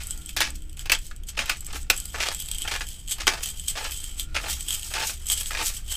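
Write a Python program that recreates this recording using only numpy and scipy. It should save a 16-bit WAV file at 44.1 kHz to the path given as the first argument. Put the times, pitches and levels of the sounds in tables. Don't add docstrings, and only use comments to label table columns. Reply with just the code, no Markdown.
import sys
import numpy as np
from scipy import signal
from scipy.fft import rfft, irfft, next_fast_len
from scipy.io import wavfile
from scipy.ndimage import map_coordinates

SR = 44100
rng = np.random.default_rng(int(sys.argv[2]) if len(sys.argv) > 2 else 0)


def generate_wav(sig):
    pcm = np.round(np.clip(np.atleast_2d(sig).T, -1, 1) * 32767).astype(np.int16)
    wavfile.write(sys.argv[1], SR, pcm)


def gain_from_decibels(decibels):
    exponent = np.asarray(decibels, float) / 20
    return 10 ** exponent


N = 262836

# start_s, level_db, low_ring_db (over level_db)
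TICKS = [(0.0349, -24, -22), (.0705, -21, -22), (0.108, -14, -28), (.176, -30, -20), (.2189, -34, -6),
         (.2603, -26, -14), (0.2919, -22, -4), (.3302, -40, 0), (0.3661, -36, 2), (.5042, -22, -19),
         (.554, -31, -11), (.621, -36, -6), (0.6958, -33.5, -3), (0.7294, -29.5, -10), (0.7704, -26, -6.5),
         (0.7932, -23.5, -2.5), (.918, -7, -31), (0.9494, -18, 2), (0.9886, -24, -17), (1.0667, -25.5, -15),
         (1.1628, -31, -12), (1.2354, -31, -5.5), (1.27, -36, -7), (1.287, -25.5, -10.5), (1.37, -30, 7),
         (1.4581, -25, -1), (1.4948, -18, 0), (1.5697, -30, -11), (1.607, -23.5, -11.5), (1.6466, -24, -13),
         (1.6659, -22, -20), (1.728, -28, -21), (1.83, -31.5, -12), (1.899, -15, -15), (1.9643, -22, -19),
         (1.9771, -16, -20), (2.0008, -17, -15), (2.0557, -16.5, -28), (2.3253, -19, -14),
         (2.3472, -16, -4.5), (2.4025, -24, -10), (2.4224, -19, -11), (2.459, -23.5, -7),
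         (2.4864, -20.5, -1.5), (2.5145, -12.5, -7.5), (2.5472, -19, -19), (2.584, -14.5, -5),
         (2.6196, -16, -8), (2.676, -24, 3), (2.8684, -22.5, -11), (2.8875, -22, -23),
         (3.0772, -24.5, -1.5), (3.0832, -22, -6), (3.112, -25, -10), (3.269, -11.5, 7), (3.4335, -17.5, 1),
         (3.4582, -16, -8.5), (3.573, -26, -12), (3.597, -21.5, -8), (3.681, -17, -13.5), (3.639, -30, -5),
         (3.9095, -18.5, -11), (3.974, -21, -29), (4.0414, -19.5, -7), (4.197, -14, -3.5), (4.3525, -31, 2),
         (4.499, -28, -9), (4.6078, -21, -12.5), (4.6275, -22.5, -21), (4.685, -24, -8),
         (4.7062, -13.5, -3), (4.728, -19, -4), (4.795, -22.5, -3), (4.8309, -20, -4), (4.9379, -21, -11),
         (5.0389, -27, -18), (5.072, -12, -20.5), (5.2677, -20, -20), (5.287, -14.5, -12), (5.3, -13, 0),
         (5.4091, -16, -10), (5.459, -18.5, -5), (5.6281, -20, -16), (5.66, -15, -17), (5.7478, -26, -17),
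         (5.88, -28, -15), (5.9134, -30, -4), (5.9239, -18, -8)]
# peak_s, fall_s (time to drop 30 dB), upper_ring_db, low_ring_db and rustle_db (both over upper_ring_db)
SLIDES = [(.014, 0.14, -45.5, -7.5, -1.5), (.115, .12, -37, -7.5, -13), (.23, .05, -51, -9, -14),
          (.176, .08, -39.5, -20, -14), (0.299, 0.13, -45.5, -1, -4), (0.558, 0.025, -42, -20, -1.5),
          (0.809, 0.069, -41.5, -10, -6), (1.055, 0.11, -49, -9.5, 2), (.93, .03, -44, -3.5, 6),
          (1.292, 0.025, -28, -10.5, -9), (1.574, 0.061, -43, -14, -5), (1.66, .06, -49, -12, -2),
          (1.77, 0.068, -40, -5, 0), (1.815, 0.046, -43.5, -12, -3.5), (1.965, .03, -38, -13, -9),
          (2.41, 0.163, -35.5, -4.5, -15), (2.55, 0.11, -40, 1, -23), (2.628, 0.097, -39, 1, -14),
          (2.909, 0.16, -40.5, -5, -6), (3.006, 0.048, -39.5, -6.5, -20), (3.117, 0.051, -22.5, -7, -15),
          (3.33, 0.11, -44.5, -4, 0), (3.438, 0.027, -35, -3, 4.5), (3.465, 0.085, -35.5, -3, 0),
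          (3.499, 0.054, -27.5, -10, -18), (3.685, 0.016, -20, -9, -12), (3.7, 0.036, -22.5, -10.5, -12),
          (3.943, 0.33, -34.5, -6.5, -11), (4.203, 0.048, -28, -6, -8), (4.235, .04, -38, -8, -10),
          (4.509, 0.12, -29, -3.5, -1.5), (4.613, .06, -40.5, -13, -1.5), (4.691, 0.071, -31.5, -4, -10.5),
          (4.743, 0.072, -22, -8.5, -11), (4.877, 0.57, -39, -14, -4), (5.083, 0.1, -35.5, -10, 6.5),
          (5.32, 0.064, -18.5, -10.5, -13), (5.38, 0.16, -30, -4.5, -7.5), (5.47, 0.21, -31, -18, -8.5),
          (5.664, 0.086, -27, -14, 1.5), (5.76, 0.072, -33, -10, -4.5), (5.931, 0.093, -27.5, -3.5, -8.5)]
# time_s, rolling_db, scraping_db
BED = [(0, -46, -55), (.3, -53, -59.5), (.35, -56, -75), (.6, -56, -76), (.8, -60, -75), (1.05, -50, -68),
       (1.15, -63, -76), (1.26, -70, -74), (1.6, -51, -68), (1.9, -65, -63), (1.93, -37.5, -58),
       (2.08, -44, -62), (2.2, -44, -55), (2.75, -40.5, -59), (2.98, -50, -65), (3.05, -53, -64),
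       (3.25, -47, -62), (3.6, -43, -67), (4.1, -42, -58), (4.17, -49, -56.5), (4.27, -66, -70),
       (4.33, -66, -60.5), (4.4, -48.5, -54), (5.2, -47, -60), (5.6, -50, -58), (5.83, -64, -64),
       (5.96, -44, -61.5)]
# upper_ring_db, low_ring_db, rustle_db
SHAKE_DB = (-23, -13, -15)
# pitch_hz, width_hz, level_db
JAR = [(3165, 190, 1), (4800, 400, -14), (6700, 400, -12), (7800, 220, 0), (8200, 400, -3),
       (10100, 400, -14), (12400, 700, -12)]
# pitch_hz, level_db (per Hz)
CLICK = [(300, -18), (1000, -23), (2500, -3.5), (5000, -0.5), (7000, 2.5), (10000, -3), (15000, -6)]
# start_s, hold_s, fall_s (time to drop 30 dB, sign ignored), level_db, thud_db (over level_db)
BITES = [(0.001, .002, 0.13, -42, -30.5), (0.283, .012, 0.6, -62, -20), (.366, 0.006, 0.0536, -18.5, -18),
         (0.403, 0.013, 0.1069, -22, -23), (0.445, 0.056, .03, -40.5, -6.5), (.772, .025, -0.3, -51, -13),
         (0.856, 0.0095, .03, -38, -13), (.897, 0.011, -0.04, -33, -3), (.919, 0.018, .05, -25, -12),
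         (0.946, 0.018, 0.03, -37, -19), (1.111, .006, -3, -64, -26), (1.278, .01, 1, -54, -22),
         (1.373, .012, 0.1, -34, -5), (1.391, 0.014, 0.15, -29, -8), (1.46, 0.042, -0.1, -36.5, -18),
         (1.499, .006, 0.08, -26, -17), (1.521, 0.012, 0, -32, -7), (1.668, 0.043, -0.05, -46, -8),
         (1.731, 0.037, 0, -37, -16), (1.901, 0.00089, 0.0151, -14.5, -19), (1.926, .005, 0.12, -37, -17),
         (2.149, 0.02, 0.11, -37, 0.5), (2.175, .025, 0.08, -39.5, -2), (2.203, 0.039, 0.03, -27, -12),
         (2.258, .03, 0.02, -27.5, -6), (2.306, 0.031, 0, -37.5, -3), (2.594, 0.03, -0.16, -51.5, -3),
         (2.648, .025, 0.01, -42, -6), (2.676, .01, 0.09, -33, -12), (2.712, 0.05, 0.08, -31, -9.5),
         (2.808, 0.01, 0.03, -28, -10.5), (3.082, .045, 0.5, -51, -10), (3.183, 0.013, .03, -44, -4),
         (3.202, 0.014, .045, -30.5, -9.5), (3.276, .004, 0.0636, -20, -7), (3.3, 0.043, 0.05, -33.5, -1),
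         (3.372, 0.042, 0.27, -43.5, -3.5), (3.676, 0.013, 0.4, -48, -13), (3.754, .02, .05, -35, -3),
         (3.775, .03, 0.08, -33, -3), (3.839, 0.0272, .08, -33, -6), (4.192, .015, 0.5, -57, -8),
         (4.345, .008, .05, -33.5, -10), (4.359, 0.013, 0.06, -29, -9), (4.398, 0.038, 0.18, -41, 0),
         (4.439, 0.039, 0.11, -36, -2), (4.687, 0.068, .1, -48, -8), (4.905, 0.023, 0.16, -38.5, -9),
         (4.936, 0.061, 0.19, -35, -8), (4.997, 0.055, 0, -29, -6), (5.093, 0.0083, .04, -38, -3),
         (5.28, .05, 1.2, -46, -11), (5.507, 0.039, 0.09, -31, -4.5), (5.575, 0.052, 0.04, -32, -7.5),
         (5.66, .02, 0.2, -45, -15), (5.697, .008, 0, -41.5, -8), (5.914, .02, -1, -44, -8)]
# start_s, level_db, knock_hz, thud_db and snap_db (both over level_db)
CRACKS = [(0.292, -35, 2900, -24, 9), (0.3651, -15, 2590, -36, -1), (.405, -11.5, 2480, -11.5, 3),
          (0.8579, -29.5, 2780, -9.5, 2), (0.8966, -8, 2480, -20, -8), (0.919, -5, 2780, -21, 1),
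          (1.112, -29, 1700, -31, -12), (1.286, -40, 2660, -17, 4), (1.3754, -18, 2720, -16, -23),
          (1.3905, -10, 2550, -44, -30), (1.4617, -30, 2540, -27, -2), (1.497, -12, 2500, -20, -1),
          (1.732, -32, 1400, -4.5, 0), (1.7578, -23, 1690, -14, -4), (1.9008, -7, 2810, -17.5, 5),
          (2.053, -44, 2830, -14, 20), (2.1433, -18.5, 1420, -15, -22), (2.2055, -14.5, 2510, -22, -21),
          (2.4, -43, 2870, -14.5, 27), (2.484, -44, 2900, -37.5, 15.5), (2.5127, -43, 2890, -12, 21.5),
          (2.6502, -32.5, 2900, -3, -5), (2.6786, -18, 1670, -15, -4), (2.7156, -17, 2700, -10.5, -14),
          (2.7511, -18.5, 2730, -13.5, -24), (2.808, -16.5, 2230, -16, -29), (3.1153, -35, 2810, -13, 11),
          (3.184, -36, 2370, -4.5, 7.5), (3.2007, -29, 2870, -29, -17), (3.2692, -13.5, 1690, -9.5, 1.5),
          (3.432, -47, 2800, -20, 14.5), (3.7547, -38, 2570, -6, -9.5), (3.92, -35.5, 2810, -34, 19.5),
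          (4.196, -35.5, 2890, -13, 6.5), (4.347, -26, 2890, -18, -12), (4.351, -17, 1600, -17.5, -19),
          (4.3647, -15, 2420, -20.5, -28), (4.4392, -25.5, 2720, -8, -18.5), (4.912, -36.5, 2550, -2, -1.5),
          (4.938, -18, 2570, -30, -6.5), (4.9673, -19.5, 2130, -26, -9), (4.98, -20, 2570, -15, -12.5),
          (5.282, -39, 2900, -25, 4), (5.2989, -39, 2720, -9, 2), (5.311, -29, 2870, -11.5, 12),
          (5.41, -32, 2810, -17, 18), (5.5073, -19.5, 1460, -28, -17), (5.5487, -15, 2050, -23, -15),
          (5.5707, -22, 2650, -27, -12), (5.6119, -15, 2510, -12.5, -15)]
# pitch_hz, width_hz, level_db
HOUSING = [(320, 36, 2), (895, 26, -3), (1290, 450, -1), (1700, 52, 0.5), (2250, 42, -10), (2550, 260, 6.5),
           (3620, 82, -2), (5100, 120, -36)]
# pitch_hz, level_db (per Hz)
CRUNCH = [(120, -54), (200, -1.5), (874, -2), (992, -9), (1170, -3.5), (2560, -5), (10200, -9.5),
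          (15500, -52)]
# pitch_hz, level_db (per Hz)
RUMBLE = [(12, -5.5), (22, 4.5), (40, -5.5), (52, -9.5), (64, -2), (80, -15.5), (120, -21), (165, -23),
          (200, -29.5), (270, -36.5), (450, -77), (900, -120)]
# pitch_hz, level_db (per Hz)
DULL_NOISE = [(150, -2), (300, 25.5), (1000, 6.5), (3000, 12.5), (8000, -44), (15000, -37), (16500, -40)]
# pitch_hz, width_hz (of one pass; two are made), level_db (rms)
HUMS = [(177, 18, -59), (243.2, 3, -62.5), (310.4, 10.5, -60), (1400, 87, -64.5)]
# time_s, low_hums_db, highest_hum_db
HUM_SWELL = [(0, -5, 5), (.3, -1, 0), (.4, 5, -10), (.9, -11, -14), (1.3, -15, -11), (1.8, -3, -8),
             (2.1, -6.5, 2), (2.5, -10, -34), (3.8, -37, -12.5), (4, -6, -5), (4.35, 1, 5), (4.5, 2, -1),
             (4.8, -14, -5), (5.96, -15, -13)]
# pitch_hz, decay_s (time to drop 60 dB)
KITCHEN = [(300, 0.13), (2000, 0.13), (8000, 0.11), (15000, 0.065)]
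# start_s, level_db
JOLTS = [(1.685, -43), (1.745, -36), (1.9, -23), (2.152, -38), (2.612, -40), (3.38, -44), (5.615, -39)]
# pitch_hz, level_db (per Hz)
SIDE_BASS = [(15, -8), (30, 0), (60, -8), (120, -18), (270, -26), (600, -45), (1200, -80), (2200, -120)]


def unit(x):
    return x / np.sqrt(np.mean(x ** 2) + 1e-20)


def along(points, hz):
    f, v = np.transpose(points)
    return np.interp(np.log(hz + 1), np.log(f + 1), v)


def curves(rows):
    time_s, *columns = np.transpose(rows)
    return [np.interp(np.arange(N) / SR, time_s, column) for column in columns]


def wobble(rate):
    knots = rng.standard_normal(int(N * rate / SR) + 4)
    return map_coordinates(knots, [np.arange(N) * rate / SR])


def filtered(x, response):
    size = next_fast_len(N + SR // 2)
    return irfft(rfft(x, size) * response(np.fft.rfftfreq(size, 1 / SR)), size)[..., :N]


def causal(gain):
    cepstrum = irfft(np.log(gain + 1e-6))
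    half = len(cepstrum) // 2
    cepstrum[1:half] *= 2
    cepstrum[half + 1:] = 0
    return np.exp(rfft(cepstrum))


def mode(f, hz, width, db):
    return gain_from_decibels(db) * 1j * f * width / (hz * hz - f * f + 1j * f * width)


def noise(response):
    return unit(filtered(rng.standard_normal(N), response))


def scaled(response, lo_hz, hi_hz):
    def out(f):
        h = response(f)
        inside = (f > lo_hz) & (f < hi_hz)
        return h / np.sqrt(np.mean(np.abs(h[inside]) ** 2))
    return out


def grains(per_second, spread_db, t60):
    hits = rng.random(N) < per_second / SR
    size = hits * gain_from_decibels(spread_db * np.minimum(rng.exponential(size=N), 4))
    return signal.lfilter([1], [1, -gain_from_decibels(-60 / (t60 * SR))], size)


def bursts(times, levels_db, t60):
    env, t = np.zeros(N + SR), np.arange(SR // 8) / SR
    for start_s, db in zip(times, levels_db):
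        env[round(start_s * SR):][:len(t)] += gain_from_decibels(db - 60 * t / t60)
    return env[:N]


def swells(times, rises, holds, falls, levels_db):
    t, power = np.arange(N) / SR, np.zeros(N)
    for s, rise, hold, fall, db in np.broadcast(times, np.abs(rises), np.abs(holds), np.abs(falls), levels_db):
        near = slice(max(0, round((s - 2 * rise) * SR)), round((s + hold + 2 * fall) * SR))
        away = np.maximum((s - t[near]) / rise, (t[near] - s - hold) / fall)
        power[near] += gain_from_decibels(db - 30 * np.maximum(away, 0)) ** 2
    return np.sqrt(power)


def bites():
    start_s, hold_s, fall_s, level_db, thud_db = np.transpose(BITES)
    rise_s = 0.002
    crunch = swells(start_s, rise_s, hold_s, fall_s, level_db)
    thud = swells(start_s, rise_s, hold_s, fall_s, level_db + thud_db)
    return crunch, thud


def rolling():
    peak_s, fall_s, level_db, low_db, rustle_db = np.transpose(SLIDES)
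    rise_s = 1.08 * fall_s
    bed, bite = gain_from_decibels(curves(BED)[0]), bites()[0]
    gains = []
    for bed_db, over_db, shake_db in zip((0, -6.5, -10), (0, low_db, rustle_db), SHAKE_DB):
        slide = swells(peak_s, rise_s, 0, fall_s, level_db + over_db)
        gains.append(np.sqrt((gain_from_decibels(bed_db) * bed) ** 2 + slide ** 2 + (gain_from_decibels(shake_db) * bite) ** 2))
    return gains


def jar():
    start_s, level_db, low_db = np.transpose(TICKS)
    high, low, dry = rolling()
    tumble = unit(grains(1100, spread_db=3.5, t60=0.013) * gain_from_decibels(1.2 * wobble(30)))
    fine = unit(grains(2500, spread_db=7.5, t60=0.034))
    rub = unit(0.5 * tumble + fine)

    def strike(roll, tick_db):
        return (roll + bursts(start_s, tick_db, 0.006)) * rng.standard_normal(N)

    low_hits = strike(gain_from_decibels(15.5) * low * tumble, level_db + low_db + 15)
    ring = filtered(low_hits, lambda f: mode(f, *JAR[0]))
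    for row in JAR[1:]:
        high_hits = strike(gain_from_decibels(10.5) * high * tumble, level_db + 11)
        ring += filtered(high_hits, lambda f: mode(f, *row))
    dry_hits = strike(gain_from_decibels(5) * dry * rub, level_db - 14)
    rustle = filtered(dry_hits, lambda f: causal(gain_from_decibels(along(CLICK, f))))
    return ring + rustle


def burr():
    start_s, level_db, knock_hz, thud_db, snap_db = np.transpose(CRACKS)

    def ringing(f):
        return causal(gain_from_decibels(along(CRUNCH, f)) * (1.38 + sum(np.abs(mode(f, *row)) for row in HOUSING)))

    housing = scaled(ringing, 440, 1800)
    crunch = unit(grains(900, spread_db=3.5, t60=0.015) * gain_from_decibels(1.8 * wobble(35)))
    bed = gain_from_decibels(curves(BED)[1])
    bite, bite_thud = bites()
    grind = np.hypot(bed, bite)
    heavy = np.hypot(gain_from_decibels(-5) * bed, bite_thud)

    def crush(db, gain=grind):
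        return gain_from_decibels(db) * gain * crunch * rng.standard_normal(N)

    def blow(over_db, life=1.0):
        return bursts(start_s, level_db + over_db, life * 0.034) * rng.standard_normal(N)

    thud_hits = crush(11.9, heavy) + blow(thud_db + 13.5, 1.56)
    thud = filtered(thud_hits, lambda f: housing(f) * mode(f, 866, 786, 0))
    knock = filtered(crush(5.95), lambda f: housing(f) * mode(f, 2090, 1950, 0))
    high = np.clip((knock_hz - 1400) / 1300, 0.05, 0.95)
    knock += filtered(blow(6 + 10 * np.log10(1 - high)), lambda f: housing(f) * mode(f, 1520, 460, 0))
    knock += filtered(blow(6 + 10 * np.log10(high)), lambda f: housing(f) * mode(f, 2520, 830, 0))
    edge_hits = crush(9.54) + blow(0.48 * snap_db + 5.5, 0.96)
    edge = filtered(edge_hits, lambda f: housing(f) * mode(f, 5080, 2920, 0))
    snap_hits = crush(-21.5) + blow(snap_db - 7)
    snap = filtered(snap_hits, lambda f: (1j * f / (6000 + 1j * f)) ** 2)
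    return thud + knock + edge + snap


def room_noise():
    rumble = gain_from_decibels(-35.5 + 0.35 * wobble(2.75)) * noise(lambda f: gain_from_decibels(along(RUMBLE, f)))
    dull = gain_from_decibels(-62) * noise(lambda f: gain_from_decibels(along(DULL_NOISE, f)))
    hums = []
    for hz, width, db in HUMS:
        hums.append(gain_from_decibels(db) * noise(lambda f: mode(f, hz, width, 0) ** 2))
    low_db, high_db = curves(HUM_SWELL)
    return rumble + dull + gain_from_decibels(low_db) * sum(hums[:-1]) + gain_from_decibels(high_db) * hums[-1]


def kitchen(x):
    count, delay = 60, 90
    out, step = np.zeros(N + SR), N // count + 1
    for k in range(count):
        hz, t, spectrum = signal.stft(rng.standard_normal(SR // 3), SR, nperseg=256)
        fade = gain_from_decibels(-60 * t / along(KITCHEN, hz)[:, None])
        tail = signal.istft(spectrum * fade, SR, nperseg=256)[1]
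        wet = signal.fftconvolve(x[k * step:(k + 1) * step], tail / np.linalg.norm(tail))
        start = k * step + delay
        out[start:][:len(wet)] += wet[:N + SR - start]
    return out[:N]


def body():
    start_s, level_db = np.transpose(JOLTS)
    push = bursts(start_s, level_db + 17, 0.04) * rng.standard_normal(N)
    return filtered(push, lambda f: mode(f, 290, 240, 0) ** 2)


def scene():
    mill = jar() + burr() + body()
    mid = mill + gain_from_decibels(-7.5) * kitchen(mill) + room_noise()
    side = gain_from_decibels(-66) * noise(lambda f: gain_from_decibels(along(SIDE_BASS, f)))
    return np.array([mid + side, mid - side])


def roll_off(x):
    return signal.sosfilt(signal.butter(12, 16650, fs=SR, output="sos"), x)


def record(dry):
    rounded = dry / (1 + np.abs(dry / 0.9) ** 6) ** (1 / 6)
    dimmed = filtered(rounded, lambda f: gain_from_decibels(np.interp(f, [15250, 15450, 16700], [0, -22, -40])))
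    mix = dimmed - 0.0018
    return roll_off(mix)


dry = scene()
out = record(dry)
generate_wav(out)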